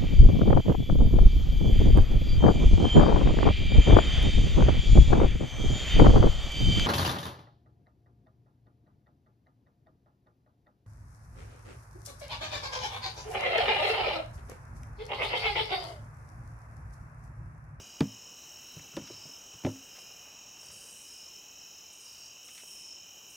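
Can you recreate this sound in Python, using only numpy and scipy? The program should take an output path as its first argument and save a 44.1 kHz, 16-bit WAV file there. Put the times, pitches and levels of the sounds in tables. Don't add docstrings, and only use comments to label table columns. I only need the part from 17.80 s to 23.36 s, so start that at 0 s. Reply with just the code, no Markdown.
import sys
import numpy as np
from scipy import signal
from scipy.fft import rfft, irfft
from scipy.io import wavfile
from scipy.ndimage import uniform_filter1d

SR = 44100
rng = np.random.default_rng(int(sys.argv[2]) if len(sys.argv) > 2 else 0)


def linear_from_db(decibels):
    return 10 ** (np.asarray(decibels, float) / 20)


def materialize(psi):
    bounded = np.clip(np.atleast_2d(psi).T, -1, 1)
    quanta = np.round(bounded * 32767).astype(np.int16)
    wavfile.write(sys.argv[1], SR, quanta)


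N = 245175
T = np.arange(N) / SR


def level(x, db):
    return x * linear_from_db(db) / np.sqrt(np.mean(x ** 2))


def band(x, hz, width):
    return signal.lfilter(*signal.iirpeak(hz, hz / width, SR), x)


def dull(x, hz, order):
    return signal.sosfilt(signal.butter(order, hz, fs=SR, output="sos"), x)


def thin(x):
    return signal.sosfilt(signal.butter(2, 48, "high", fs=SR, output="sos"), x)


def blur(x, t60, wet):
    t = T[:SR // 5]
    tail = rng.standard_normal(len(t)) * linear_from_db(-60 * t / t60)
    tail = tail / np.sqrt(np.sum(tail ** 2))
    return x + wet * signal.fftconvolve(x, tail)[:len(x)]


def walk(rate):
    k = int(SR / rate)
    steps = np.repeat(rng.standard_normal(N // k + 1), k)
    drift = uniform_filter1d(uniform_filter1d(steps, k), k)[:N]
    return drift / drift.std()


def add(out, x, s):
    i = max(int(s * SR), 0)
    out[i:i + len(x)] += x[:len(out) - i]


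def phrase(start, end, swell_s, fade):
    rise = (T - start) / swell_s
    fall = (end - T) / (fade * (end - start))
    return np.sin(np.pi / 2 * np.clip(np.minimum(rise, fall), 0, 1))


def wing(strokes, hz, duty, fall, edge, scatter_db, slip):
    part = np.minimum(strokes % 1 / duty, 1)
    size, start = rng.standard_normal((600, 2))[strokes.astype(int) % 600].T
    ramp = np.clip(np.minimum(part / edge, (1 - part) / (.5 * edge)), 0, 1)
    pitch = hz * (1 + fall * (1 / 3 - part ** 2) * (part < 1))
    tone = np.sin(2 * np.pi * np.cumsum(pitch) / SR + slip * start)
    return linear_from_db(scatter_db * size) * np.sin(np.pi / 2 * ramp) * tone


def calls(rows, hz, rate, duty, fall, swell_s, wet):
    out = np.zeros(N)
    for start, end, db in rows:
        t = np.arange(int((end - start) * SR)) / SR
        wander = 1 + .0015 * walk(8)[:len(t)]
        rise = np.minimum(.5 + t / swell_s, 1)
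        swell = np.minimum(rise, .3 + (t[-1] - t) / swell_s)
        slip = 1000 * fall ** 2 + .1
        song = wing(rate * t, hz * wander, duty, fall, edge=.35, scatter_db=2, slip=slip) * swell
        song = np.r_[song, np.zeros(3000)]
        add(out, level(blur(song, 0.085, wet), db), start)
    return out


def teeth(rate_hz, scatter_db):
    hits = rng.random(N) < rate_hz / SR
    return hits * rng.standard_normal(N) * linear_from_db(scatter_db * rng.standard_normal(N))


# (pitch [Hz], level per Hz [dB])
AIR_COLOUR = [(18, -28), (55, -8), (990, -11), (2050, -17.5), (4450, -24), (6200, -7), (9200, -27),
              (16000, -19)]
# (start [s], end [s], extra level [dB])
RUSTLES = [
    (-1, 3.38, 2),
    (5, 7, 2.74),
]


def air():
    out, swell = 0, walk(0.195)
    stir = sum(db * phrase(start, end, 0.67, .12) for start, end, db in RUSTLES)
    f = np.fft.rfftfreq(N, 1 / SR) + 1
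    colour_hz, colour_db = np.transpose(AIR_COLOUR)
    colour = linear_from_db(np.interp(np.log(f), np.log(colour_hz), colour_db))
    noise = rfft(rng.standard_normal(N)) * colour
    for hz in 2. ** np.arange(4.5, 14.5, .5):
        share = np.cos(np.pi / 2 * np.clip(2 * np.log2(f / hz), -1, 1)) ** 2
        change_db = .8 * swell + 1.2 * walk(9) + (hz < 2000) * stir
        out = out + irfft(noise * share, N) * linear_from_db(change_db)
    return level(out, -58)


# (time [s], lead over the steady beat [wing strokes])
BEAT_LEAD = [(0, .41), (1.5, .41), (2.3, .305), (3.3, .305), (3.9, .33), (4.25, .388), (4.85, .392),
             (5.56, .36)]


def near_cricket():
    stroke_rate, pitch_hz = 40.1, 6662
    wander = 1 + .0015 * walk(6)
    strokes = stroke_rate * T + np.interp(T, *np.transpose(BEAT_LEAD))
    song = wing(strokes, pitch_hz * wander, duty=.44, fall=.032, edge=.3, scatter_db=1.1, slip=.6)
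    return level(blur(song, 0.15, 0.52), -58.5)


# (middle pitch [Hz], pitch spread [Hz], wing rate [strokes/s])
FAR_CHORUSES = [(2975, 85, 52), (2680, 150, 58), (3900, 130, 57), (5740, 170, 65), (5350, 130, 55),
                (6480, 90, 70), (7400, 200, 75), (7930, 90, 62)]
FAR_CHORUS_DB = [-58.5, -62, -69.5, -57, -60, -68, -68.5, -75.5]


def choruses(count=10):
    out = 0
    for (hz, spread_hz, rate), db in zip(FAR_CHORUSES, FAR_CHORUS_DB):
        crowd = 0
        for middle in np.linspace(-1.6, 1.6, count):
            pitch = hz + spread_hz * (middle + .4 * walk(3))
            strokes = rate * (1 + .08 * rng.standard_normal()) * T + rng.random()
            fading = linear_from_db(2.0 * walk(3.9) - 1.73 * middle ** 2)
            crowd = crowd + fading * wing(strokes, pitch, 0.644, 0.031, 0.1, 1.2, 2.84)
        out = out + level(crowd, db)
    return out


# (start [s], end [s], level [dB])
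HIGH_BUZZES = [
    (-.1, .38, -74),
    (0.422, 1.21, -69.5),
    (1.19, 1.7, -75),
    (1.756, 2.555, -71.5),
    (2.72, 3.69, -76),
    (3.453, 4.55, -72.5),
    (4.493, 5.03, -68),
    (5.153, 5.9, -68),
]
# (start [s], end [s], level [dB])
ANSWERS = [
    (.45, .95, -76),
    (1.198, 1.62, -74),
    (2.25, 2.56, -76),
    (2.95, 3.3, -74),
]


def buzzing_katydids():
    swell_s, fade = .3, .15
    beat = 2 * np.pi * np.cumsum(32.0 * (1 + 0.0289 * walk(1.5))) / SR
    gate = 1 + 0.039 * np.cos(beat) + 0.085 * np.cos(2 * beat) + 0.22 * np.cos(3 * beat)
    high = band(band(teeth(15000, 1.1) * gate, 13030, 3600), 15700, 5700)
    low = band(band(teeth(15000, 1.1), 11400, 2200), 12300, 2600)
    effort = linear_from_db(-77.5)
    effort = effort + sum(linear_from_db(db) * phrase(start, end, swell_s, fade) for start, end, db in HIGH_BUZZES)
    answer = sum(linear_from_db(db) * phrase(start, end, .5 * swell_s, fade) for start, end, db in ANSWERS)
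    return level(high, 0.85) * effort + level(low, 0) * answer


# (start [s], end [s], stroke level [dB], level of the drone between strokes [dB])
RASP_PHRASES = [(-.05, .25, -86, -78), (1.507, 1.65, -83, -92), (.8, 1.12, -80, -82),
                (1.848, 2.0, -78, -78), (2.028, 2.16, -74, -81), (2.18, 2.27, -66, -82),
                (2.793, 2.98, -70, -66), (2.908, 3.6, -82, -57.5), (3.509, 3.64, -80, -86),
                (4.118, 4.617, -66.5, -68.5), (4.637, 4.793, -67, -66), (4.727, 5.245, -77, -59),
                (5.484, 5.8, -65, -69)]
# (pitch [Hz], width [Hz])
WING_AREAS = [(8500, 1900), (9700, 2200), (11500, 3500)]
WING_AREA_DB = [1, -9, -13]


def rasping_katydid():
    stroke_s, uneven, scatter_db = .066, .15, 2.5
    effort = np.full(N, linear_from_db(-85))
    t = T[:SR // 10]
    stress = np.minimum(t / 0.0066, 1) * np.exp(-(t / 0.044) ** 2)
    lucks = rng.standard_normal((len(RASP_PHRASES), 12, 2))
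    for (start, end, stroke_db, drone_db), luck in zip(RASP_PHRASES, lucks):
        shape = phrase(start, end, swell_s=.015, fade=.7) ** 2
        strokes = np.zeros(N)
        for k, (late, size) in enumerate(luck):
            varied = k > 0
            when = start + stroke_s * (k + uneven * late * varied)
            add(strokes, linear_from_db(scatter_db * size * varied) * stress, min(when, T[-1]))
        effort += shape * (linear_from_db(drone_db) + linear_from_db(stroke_db) * strokes)
    body = 0
    for (hz, width), db in zip(WING_AREAS, WING_AREA_DB):
        body = body + linear_from_db(db) * band(band(teeth(4000, 2.5), hz, width), hz, width)
    return level(body, 1.6) * effort


# (first stroke [s], end [s], level [dB])
SHORT_TRILLS = [
    [(0, .2, -64), (1.233, 1.5, -63), (2.826, 3.13, -64.5), (4.249, 4.55, -62.5)],
    [(.222, .53, -59), (2.1, 2.36, -60), (3.753, 4.12, -59.5), (4.95, 5.22, -55.5), (5.31, 5.6, -71)],
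    [(.666, .95, -57), (1.15, 1.5, -59), (2.768, 3.0, -57.5), (4.236, 4.5, -57), (4.853, 5.16, -57)],
    [(1.298, 1.6, -54), (3.278, 3.62, -55), (4.9, 5.25, -57)],
    [(2.09, 2.3, -63), (3.243, 3.5, -62.5), (4.189, 4.32, -63)],
    [(2.5, 2.66, -70), (3.754, 3.92, -61)],
    [(.956, 1.12, -67), (2.42, 2.58, -66)],
    [(1.24, 1.48, -76), (2.83, 3.07, -73), (4.26, 4.5, -73)],
]
# (pitch [Hz], wing rate [strokes/s], pitch fall [share])
TRILLERS = [(4905, 52.75, .035), (5245, 52.75, .02), (5512, 55.5, .014), (5308, 51.2, .014),
            (5065, 51.4, .03), (5556, 57, .02), (5475, 56, .02), (4560, 60, .12)]
# (first stroke [s], end [s], level [dB])
FIELD_CHIRPS = [
    (.564, .668, -67.5),
    (.891, .998, -66),
    (1.02, 1.04, -70),
    (1.248, 1.29, -68),
    (1.311, 1.353, -65),
]
# (first stroke [s], end [s], level [dB])
HIGH_SONG = [
    (.016, 2.24, -72),
]


def trilling_crickets():
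    trills = 0
    for rows, (hz, rate, fall) in zip(SHORT_TRILLS, TRILLERS):
        trills = trills + calls(rows, hz, rate, duty=.76, fall=fall, swell_s=.05, wet=.55)
    chirps = calls(FIELD_CHIRPS, 3960, 47, duty=.55, fall=.1, swell_s=.03, wet=.35)
    high = calls(HIGH_SONG, 8100, 51.85, duty=.55, fall=.02, swell_s=.03, wet=.3)
    return trills + chirps + high


# (time [s], peak level [dB], loudest ring [Hz], crack level [dB], rise [s])
BUCKET_KNOCKS = [(0, -38, 207, -54, 0.0022), (0.206, -12.5, 246, -28.5, 0.0053),
                 (0.967, -36.5, 119, -62, 0.0018), (0.994, -47, 96, -51, 0.012),
                 (1.136, -46, 144, -53, 0.017), (1.1669, -24.5, 315, -36, 0.0086),
                 (1.219, -40, 130, -58, 0.0043), (1.299, -37.5, 358, -59, 0.0083),
                 (1.334, -50, 120, -72, 0.0096), (1.376, -55, 111, -70, 0.0095),
                 (1.4535, -44, 230, -67, 0.0026), (1.491, -49, 257, -71, 0.0058),
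                 (1.739, -48.5, 92.5, -70, 0.009), (1.836, -38, 300, -55, 0.0061),
                 (1.8481, -18.5, 166, -32.5, 0.0017), (1.8643, -24.5, 357, -41, 0.0024),
                 (1.886, -33, 294, -62, .005), (1.957, -48.5, 278, -65, 0.0034),
                 (2.879, -56.5, 86, -70, 0.025)]
# (pitch [Hz], level [dB], time to die by 60 dB [s])
WALL_MODES = [(110.6, -2, 0.36), (149.3, 4.5, 0.18), (211, -9.5, 0.35), (266.2, -5, 0.33), (294, -3, 0.21),
              (458, -5.5, 0.19), (561.5, 3, 0.084), (767, 1, 0.045), (842, 4, 0.023), (966, -18, 0.076),
              (1310, -33, 0.049), (1550, -26, 0.035)]


def bucket():
    out, t = np.zeros(N), T[:SR // 2]
    hz, mode_db, t60 = np.transpose(WALL_MODES)[:, :, None]
    ring_share = 0.69
    lucks = rng.standard_normal((len(BUCKET_KNOCKS), len(WALL_MODES), 4))
    for (s, db, ring_hz, crack_db, rise), luck in zip(BUCKET_KNOCKS, lucks):
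        onset = np.minimum(t / rise, 1)
        gain = linear_from_db(mode_db + 3.6 * luck[:, :1] - 4.8 * np.abs(np.log2(hz / ring_hz)))
        first = np.sin(2 * np.pi * hz * (1 + 0.0063 * luck[:, 1:2]) * t)
        second = np.sin(2 * np.pi * hz * (1 + 0.098 * luck[:, 2:3]) * t + 3 * luck[:, 3:])
        walls = np.sum(gain * linear_from_db(-60 * t / (ring_share * t60)) * (first + 0.66 * second), axis=0)
        thump_fade = linear_from_db(-60 * np.maximum(t - rise, 0) / 0.047)
        thump = 1.23 * gain.max() * thump_fade * np.sin(2 * np.pi * ring_hz * t)
        body = -(walls + thump) * np.sin(np.pi / 2 * onset) ** 2
        noise = rng.standard_normal((3, len(t)))
        thud_hz, thud_width = 0.34 * ring_hz, 2.2 * ring_hz
        thud = band(band(noise[2], thud_hz, thud_width), thud_hz, thud_width)
        thud = thud * linear_from_db(-60 * t / 0.078) * onset
        body = body / np.abs(body).max() + 0.4 * thud / np.abs(thud).max()
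        crack = dull(band(noise[0], 1850, 1800), 3580, order=3) * linear_from_db(-60 * t / 0.027)
        rattle = band(band(noise[1], 560, 570), 630, 760) * linear_from_db(-60 * t / 0.036)
        knock = linear_from_db(db) * body / np.abs(body).max()
        add(out, knock + linear_from_db(crack_db + 11.5) * crack + linear_from_db(.5 * db - 14.5) * rattle, s)
    return out


# (time [s], peak level [dB])
WIRE_TICKS = [
    (0.207, -26),
    (1.167, -32.5),
]


def handle():
    out, t = np.zeros(N), T[:SR // 50]
    for s, db in WIRE_TICKS:
        noise = rng.standard_normal(len(t))
        tick = band(band(noise, 5000, 4600), 5000, 4600) * linear_from_db(-60 * t / 0.0088)
        add(out, linear_from_db(db) * tick / np.abs(tick).max(), s)
    return out


# (time [s], peak level [dB], pitch [Hz], length [s], bright share [dB])
RAG_TAPS = [(0.988, -62, 458, 0.038, -14), (1.269, -41.5, 2150, 0.022, -14), (2.148, -46, 1650, 0.099, -20),
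            (2.177, -44, 825, 0.03, -7), (2.299, -49, 735, 0.024, -14), (2.647, -53, 587, 0.026, -7),
            (2.764, -46.5, 1160, 0.04, -14), (2.825, -47, 681, 0.045, -16), (2.9, -46, 960, 0.019, -14),
            (3.044, -50.5, 434, 0.044, -22), (3.223, -59, 466, 0.03, -2), (3.458, -47.5, 595, 0.044, -29),
            (4.682, -44, 1640, 0.03, -14), (4.745, -50, 2500, 0.077, -4), (4.773, -43, 2600, 0.034, -4),
            (4.774, -44.5, 1800, 0.065, -14), (4.796, -46, 2300, 0.028, -4), (4.833, -41, 530, 0.0086, -25)]


def taps():
    out, t = np.zeros(N), T[:SR // 8]
    for s, db, hz, length, bright_db in RAG_TAPS:
        scrape = rng.standard_normal(len(t)) * np.minimum(t / 0.008, 1) * linear_from_db(-30 * t / length)
        tap = band(band(scrape, hz, hz), hz, 2.5 * hz)
        bright = dull(band(scrape, 3000, 4000), 6200, order=2)
        add(out, linear_from_db(db - 4) * (tap / np.abs(tap).max() + linear_from_db(bright_db) * bright), s)
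    return out


def scene():
    crickets = near_cricket() + choruses() + trilling_crickets()
    katydids = buzzing_katydids() + rasping_katydid()
    handling = blur(thin(bucket()) + handle() + taps(), 0.15, .2)
    mono = air() + crickets + katydids + handling
    return np.array([mono, mono])


def roll_off(x):
    return signal.sosfilt(signal.butter(12, 16810, fs=SR, output="sos"), x)


def record(dry):
    narrow = signal.sosfilt(signal.ellip(10, .2, 70, 15750, fs=SR, output="sos"), dry)
    return roll_off(narrow)


dry = scene()
out = record(dry)
materialize(out)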